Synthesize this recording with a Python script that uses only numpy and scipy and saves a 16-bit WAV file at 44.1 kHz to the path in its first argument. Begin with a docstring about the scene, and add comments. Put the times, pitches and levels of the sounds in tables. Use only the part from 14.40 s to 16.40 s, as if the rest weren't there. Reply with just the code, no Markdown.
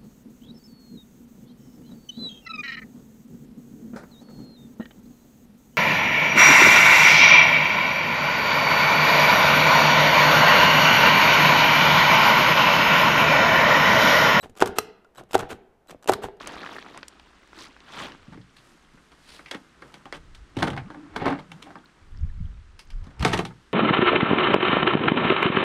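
"""Two cordless drills, joined chuck to chuck by one bit, are triggered against each other three times.
In each pull the triggers click and a stalled motor squeaks. The gears rasp through their slack, then
lock, and the impact excites the housings' modes in a hollow knock. The gears chatter and fall back as
the recoil thumps in the arms; the first release is a sharp clack of ringing steel.
After every jolt the workshop's reverberation rumbles away into quiet background noise."""
import sys
import numpy as np
from scipy import signal
from scipy.fft import rfft, irfft, next_fast_len
from scipy.io import wavfile

SR = 44100
rng = np.random.default_rng(int(sys.argv[2]) if len(sys.argv) > 2 else 0)


def file_out(sig):
    """Save sig as 16-bit WAV at sys.argv[1]."""
    # one column per channel
    cols = np.atleast_2d(sig).T
    # limit, then scale
    lim = np.clip(cols, -1, 1)
    pcm = np.round(lim * 32767).astype(np.int16)
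    wavfile.write(sys.argv[1], SR, pcm)


N = 88200
T = np.arange(SR // 3) / SR  # time within one event [s]
HZ = np.fft.rfftfreq(2 * len(T), 1 / SR)


def amp(db):
    """Amplitude ratio of a level in decibels."""
    return 10 ** (np.asarray(db) / 20)


def unit_rms(x):
    """Normalisation to an rms of 1."""
    return x / np.sqrt(np.mean(x ** 2) + 1e-20)


def curve_at(points, hz):
    """Interpolation of (frequency, value) points on a logarithmic frequency axis."""
    freqs, values = np.transpose(points)
    return np.interp(np.log(hz + 1), np.log(freqs + 1), values)


def filtered(x, spectrum, tilt=0):
    """Zero-phase filtering by a spectrum, tilted above 1 kHz in dB per octave."""
    size = next_fast_len(len(x) + SR // 10)
    hz = np.fft.rfftfreq(size, 1 / SR)
    octaves = np.log2(np.maximum(hz / 1000, 1))
    gain = amp(curve_at(spectrum, hz) + tilt * octaves)
    return irfft(rfft(x, size) * gain, size)[:len(x)]


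def noise(spectrum, tilt=0, size=len(T)):
    """Spectrally shaped Gaussian noise of rms 1."""
    return unit_rms(filtered(rng.standard_normal(size), spectrum, tilt))


def decay(t60, t=T):
    """Exponential decay, 60 dB in t60 seconds."""
    return np.exp(-np.log(1000) * t / t60)


def rise(attack_s, t=T):
    """First-order step response: a soft onset."""
    return 1 - np.exp(-t / attack_s)


def ring(modes, pitch=1):
    """Free vibration as a sum of damped sinusoids."""
    return sum(amp(db) * decay(t60) * np.sin(2 * np.pi * hz * pitch * T) for hz, db, t60 in modes)


def impulse_response(gain_db):
    """Minimum-phase response of a body with this gain at each of HZ, scaled to peak 1."""
    cepstrum = irfft(np.log(amp(gain_db)))[:len(T)]
    causal = cepstrum * np.where(T > 0, 2, 1)
    response = irfft(np.exp(rfft(causal, 2 * len(T))))[:len(T)]
    return response / np.abs(response).max()


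def add(track, start_s, x):
    """Superposition of x on the track from start_s."""
    i = int(np.clip(round(start_s * SR), 0, N - 1))
    track[i:i + len(x)] += x[:N - i]


# Impacts on the housings: (time [s], level [dB], pitch factor [ratio])
KNOCKS = [(0.0595, -33.5, 1), (.095, -42.5, 0.69), (.1958, -36, 0.91), (0.2233, .5, 1.06),
          (.293, -30, 1.04), (.3858, -20, 1.08), (0.8115, -33, 0.97), (.833, -41.5, 0.81),
          (.953, -1, 1.023), (1.025, -42, 0.92), (1.1134, -30, 1.05), (1.463, -51, 1), (1.527, -35, 0.91),
          (1.5468, -33.5, 0.78), (1.6595, -36.5, 0.81), (1.6956, -.5, 1.007), (1.842, -18.5, 1.1),
          (1.886, -27, 1.1)]
# Hollow response of the housings at pitch factor 1: (frequency [Hz], gain [dB])
HOUSING_RESPONSE = [(30, -41.5), (105, -21.5), (205, -30), (290, -9), (375, 0.5), (450, -1.5), (530, -7),
                    (630, -1.5), (770, -0.5), (1050, -14.5), (1500, -19), (1900, -31), (3300, -31),
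                    (5000, -47.5), (15000, -60.5)]
# Modes of housings and arms at pitch factor 1: (frequency [Hz], level [dB], T60 [s])
HOUSING_MODES = [(102.6, -32.5, 0.18), (390.5, -25.5, 0.12), (455, -25.5, 0.14), (780, -26.5, .07),
                 (1475, -33.5, 0.099), (1983, -40.5, .14), (2690, -39.5, 0.062)]
# Reflections from bench and chest: (delay [s], gain [dB])
REFLECTIONS = [(.0078, -15.5), (.0104, -16), (0.0185, -20.5)]
def housing_knocks():
    """Impulse excitation: the locking drive jolts both housings, and nearby surfaces reflect the knock."""
    out = np.zeros(N)
    for start, db, pitch in KNOCKS:
        hollow = impulse_response(curve_at(HOUSING_RESPONSE, HZ / pitch))
        ringing = rise(attack_s=0.003) * ring(HOUSING_MODES, pitch)
        knock = amp(db) * (hollow + ringing)
        add(out, start, knock)
        for delay, echo_db in REFLECTIONS:
            add(out, start + delay, amp(echo_db) * knock)
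    return out


# Runs through the gears' slack:
# (time [s], duration [s], end level [dB], swell [dB], treble tilt [dB/octave], run-down T60 [s])
RASPS = [(0.028, 0.012, -43, -3, 0.5, 0.11), (0.164, 0.02, -55.5, -4, 2, 0.046),
         (.208, .007, -20.5, 19, 0.5, 0.016), (0.215, 0.01, -21.5, 2.5, -1, 0.022),
         (0.256, 0.017, -32.5, -3, -0.6, .11), (0.355, 0.022, -35, 10.5, 0.5, 0.15),
         (.771, .026, -42, 10, 0.5, 0.075), (0.889, 0.049, -56.5, 8, 2, .02),
         (0.938, 0.0079, -18.5, 21.5, 1.5, 0.026), (0.9469, 0.0079, -21, 1.5, 1, 0.015),
         (0.99, 0.015, -31, -1.5, 0, 0.063), (1.021, 0.013, -39, -6.5, -3.5, 0.12),
         (1.088, 0.022, -30.5, 17.5, .5, 0.1), (1.483, 0.029, -46, 8, 1, 0.097),
         (1.68, .0105, -22, 10.5, 2, 0.025), (1.6896, 0.0062, -17.5, 7, -1, .02),
         (1.717, .021, -31, -5, -1.5, 0.019), (1.818, 0.02, -32, 16, 1, .095)]
# Spectrum of the gear train: (frequency [Hz], level [dB])
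GEAR_SPECTRUM = [(60, -10.5), (250, 2.5), (450, 5.5), (800, 0), (1350, 1), (2100, -8.5), (3000, -8.5),
                 (5000, -19.5), (8000, -20), (11000, -26.5), (15000, -31.5)]
def gear_rasps(contacts_per_s=1500, spread_db=3, friction_db=-3):
    """Backlash noise: random tooth impacts and friction excite the gears as they cross their slack."""
    out = np.zeros(N)
    for start, duration, db, swell_db, tilt, t60 in RASPS:
        contacts = rng.random(len(T)) < contacts_per_s / SR
        signs = rng.choice([-1, 1], len(T))
        strengths = amp(spread_db * rng.standard_normal(len(T)))
        teeth = unit_rms(contacts * signs * strengths)
        friction = amp(friction_db) * rng.standard_normal(len(T))
        rasp = unit_rms(filtered(teeth + friction, GEAR_SPECTRUM, tilt))
        swell = amp(db + swell_db * (np.minimum(T / duration, 1) - 1))
        run_down = decay(t60, np.maximum(T - duration, 0))
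        add(out, start, rasp * swell * run_down * rise(attack_s=0.0016))
    return out


# Contacts of triggers, pawls and bit: (time [s], level [dB], treble tilt [dB/octave])
CLICKS = [(.0425, -29.5, -6.5), (.0965, -45, 1), (.1528, -43.5, -3), (.163, -48, -2), (.172, -38.5, 4),
          (.175, -35, -3.5), (.184, -35, -1.5), (.187, -46, 9), (.1953, -33, -2.5), (.204, -19.5, -1.5),
          (.2225, -1, -6.5), (.2585, -20.5, -1), (.2735, -22.5, 0), (.646, -46, -4.5), (.749, -48, 0.5),
          (.757, -41.5, -2.5), (.763, -46, -2), (.7815, -30.5, -4), (.795, -40, -6), (.836, -47.5, -1.5),
          (.9093, -32.5, -4), (.913, -39.5, 2), (.919, -41, 2), (.922, -44.5, -4.5), (.932, -21, -1),
          (.952, -16, -0.5), (.979, -26.5, -1.5), (.9915, -24, -1), (1.008, -29, -1.5), (1.129, -26, -7),
          (1.472, -48.5, -0.5), (1.496, -33.5, -5), (1.5065, -36.5, 0), (1.511, -33, -2),
          (1.626, -41.5, -1), (1.632, -39.5, -2.5), (1.643, -38.5, -1), (1.6585, -37, -5), (1.6755, -21, 1),
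          (1.6945, -13, -0.5), (1.7195, -25.5, 4), (1.735, -14, -1), (1.738, -18.5, -5), (1.856, -25.5, -9),
          (1.969, -56.5, -0.5)]
# Spectrum of a hard contact: (frequency [Hz], level [dB])
CONTACT_SPECTRUM = [(100, -14), (500, 2.5), (1400, 4), (2000, -4), (2900, -1), (5000, -5), (7500, -4.5),
                    (11000, -10), (15000, -16)]
def contact_clicks(tail_db=-21):
    """Impact noise: brief contacts of plastic and steel radiate broadband bursts with a faint tail."""
    out = np.zeros(N)
    envelope = rise(attack_s=0.0006) * (decay(t60=0.01) + amp(tail_db) * decay(t60=0.066))
    envelope *= 0.5 / envelope.max()
    for start, db, tilt in CLICKS:
        add(out, start, amp(db) * envelope * noise(CONTACT_SPECTRUM, tilt))
    return out


# Snap of the spindle lock: (time [s], level [dB])
CLACKS = [(.3848, -15)]
# Modes of its steel parts: (frequency [Hz], level [dB], T60 [s])
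STEEL_MODES = [(427.7, -10, 0.11), (650, -10, 0.028), (1240, 4.5, .022), (1620, -12, 0.043),
               (2540, -10, 0.025), (2786, -14.5, 0.014), (4040, -12.5, 0.057), (5100, -10.5, 0.024),
               (5740, -8, 0.027), (7700, -10.5, 0.016), (8700, -7.5, 0.026), (11750, -7, 0.025),
               (13000, -16, .035)]
def spindle_clack(crack_db=9):
    """Modal ringing: the spindle lock snaps with a broadband crack and its steel vibrates briefly."""
    out = np.zeros(N)
    for start, db in CLACKS:
        crack = amp(crack_db) * decay(t60=0.017) * noise(CONTACT_SPECTRUM)
        add(out, start, amp(db) * rise(attack_s=0.0011) * (ring(STEEL_MODES) + crack))
    return out


# Clinks of loose steel parts: (time [s], frequency [Hz], level [dB], T60 [s])
CLINKS = [(.649, 1400, -43.5, .035), (1.6743, 2800, -21, 0.015), (1.7343, 1167, -17, 0.022),
          (1.734, 3940, -27, 0.041)]
def steel_clinks():
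    """Damped oscillation: each loose part rings in a single mode."""
    out = np.zeros(N)
    for start, hz, db, t60 in CLINKS:
        add(out, start, rise(attack_s=0.002) * ring([(hz, db, t60)]))
    return out


# Recoils into the arms: (time [s], level [dB])
THUMPS = [(.04, -41.5), (.09, -45.5), (0.223, -42), (.285, -33.5), (0.387, -39), (0.798, -43), (0.829, -48),
          (0.954, -37), (.985, -35), (1.023, -32), (1.12, -33.5), (1.512, -44), (1.543, -48.5),
          (1.702, -44), (1.744, -36), (1.836, -33)]
# Spectrum of a recoil: (frequency [Hz], level [dB])
THUMP_SPECTRUM = [(15, -8.5), (35, -2.5), (70, -2), (110, -2), (190, -2), (400, -12.5), (1000, -45.5),
                  (3000, -82)]
def recoil_thumps():
    """Damping: hands and arms take up the recoil in a dull, low-frequency burst."""
    out = np.zeros(N)
    envelope = rise(attack_s=0.0053) * decay(t60=0.13)
    for start, db in THUMPS:
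        add(out, start, amp(db) * envelope * noise(THUMP_SPECTRUM))
    return out


# Squeaks of the stalled motor: (time [s], duration [s], level [dB])
SQUEAKS = [(0.007, 0.019, -53.5), (0.771, .01, -51), (1.481, .014, -55.5)]
# Harmonics of the switching tone: (frequency [Hz], level [dB])
SWITCHING_HARMONICS = [(3945, -1), (7890, -5), (11835, -9)]
def motor_squeaks(linewidth_hz=25):
    """Forced vibration: the speed control sings unsteadily in the windings before the motor turns."""
    out = np.zeros(N)
    phase_step = np.sqrt(2 * np.pi * linewidth_hz / SR)
    for start, duration, db in SQUEAKS:
        drift = phase_step * np.cumsum(rng.standard_normal(len(T)))  # broadens each harmonic
        tone = sum(amp(level) * np.sin(2 * np.pi * hz * T + order * drift)
                   for order, (hz, level) in enumerate(SWITCHING_HARMONICS, 1))
        envelope = rise(attack_s=0.001) * decay(t60=0.01, t=np.maximum(T - duration, 0))
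        add(out, start, amp(db) * tone * envelope)
    return out


# Reverberation time of the workshop: (frequency [Hz], T60 [s])
ROOM_T60 = [(40, 0.56), (200, .8), (450, 0.63), (1300, .62), (4000, .47), (8000, 0.22), (15000, 0.15)]
# Colour of its reverberation: (frequency [Hz], gain [dB])
ROOM_RESPONSE = [(30, -2), (100, -16), (200, -8), (320, -16.5), (420, -9.5), (560, -18), (700, -15),
                 (1150, -22), (1800, -13.5), (2600, -16.5), (4000, -16.5), (8000, -21.5), (13000, -18)]
def workshop_reverberation(direct, pulls=3):
    """Diffuse field: each pull is convolved with its own noise tail, which dies fastest in the treble."""
    out = np.zeros(N)
    for part in np.array_split(np.arange(N), pulls):
        hz, t, bands = signal.stft(rng.standard_normal(N), SR, nperseg=256)
        t60 = curve_at(ROOM_T60, hz)[:, None]
        equal_energy = np.sqrt(2 * np.log(1000) / (t60 * SR))
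        _, tail = signal.istft(bands * decay(t60, t) * equal_energy, SR, nperseg=256)
        build_up = rise(attack_s=0.0065, t=np.arange(N) / SR)
        response = filtered(tail[:N], ROOM_RESPONSE) * build_up
        add(out, part[0] / SR, signal.fftconvolve(direct[part], response))
    return out


# Spectrum of the workshop's background: (frequency [Hz], level [dB])
AMBIENT_SPECTRUM = [(20, 1.5), (120, -9), (420, -5.5), (750, -8), (1500, -17), (4000, -31.5), (15000, -39)]
def ambient_noise(level_db=-65):
    """Stationary noise: a faint, dull floor under the drills."""
    return amp(level_db) * noise(AMBIENT_SPECTRUM, size=N)


def scene():
    """Superposition of the drills' direct sound, its reverberation and the ambient noise."""
    drills = (housing_knocks() + gear_rasps() + contact_clicks() + spindle_clack()
              + steel_clinks() + motor_squeaks() + recoil_thumps())
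    return (drills + workshop_reverberation(drills) + ambient_noise())[None]


# Treble roll-off of the microphone: (frequency [Hz], gain [dB])
MIC_RESPONSE = [(14800, 0), (15200, -22), (16400, -48.5)]
def record(dry, ceiling=0.9, cutoff_hz=16460):
    """Saturation and band limiting: the microphone rounds the highest peaks and loses the top treble."""
    rounded = dry[0] / (1 + np.abs(dry[0] / ceiling) ** 6) ** (1 / 6)
    spectrum = rfft(filtered(rounded, MIC_RESPONSE))
    passband = np.fft.rfftfreq(N, 1 / SR) < cutoff_hz
    return irfft(spectrum * passband, N)[None]


dry = scene()
out = record(dry)
file_out(out)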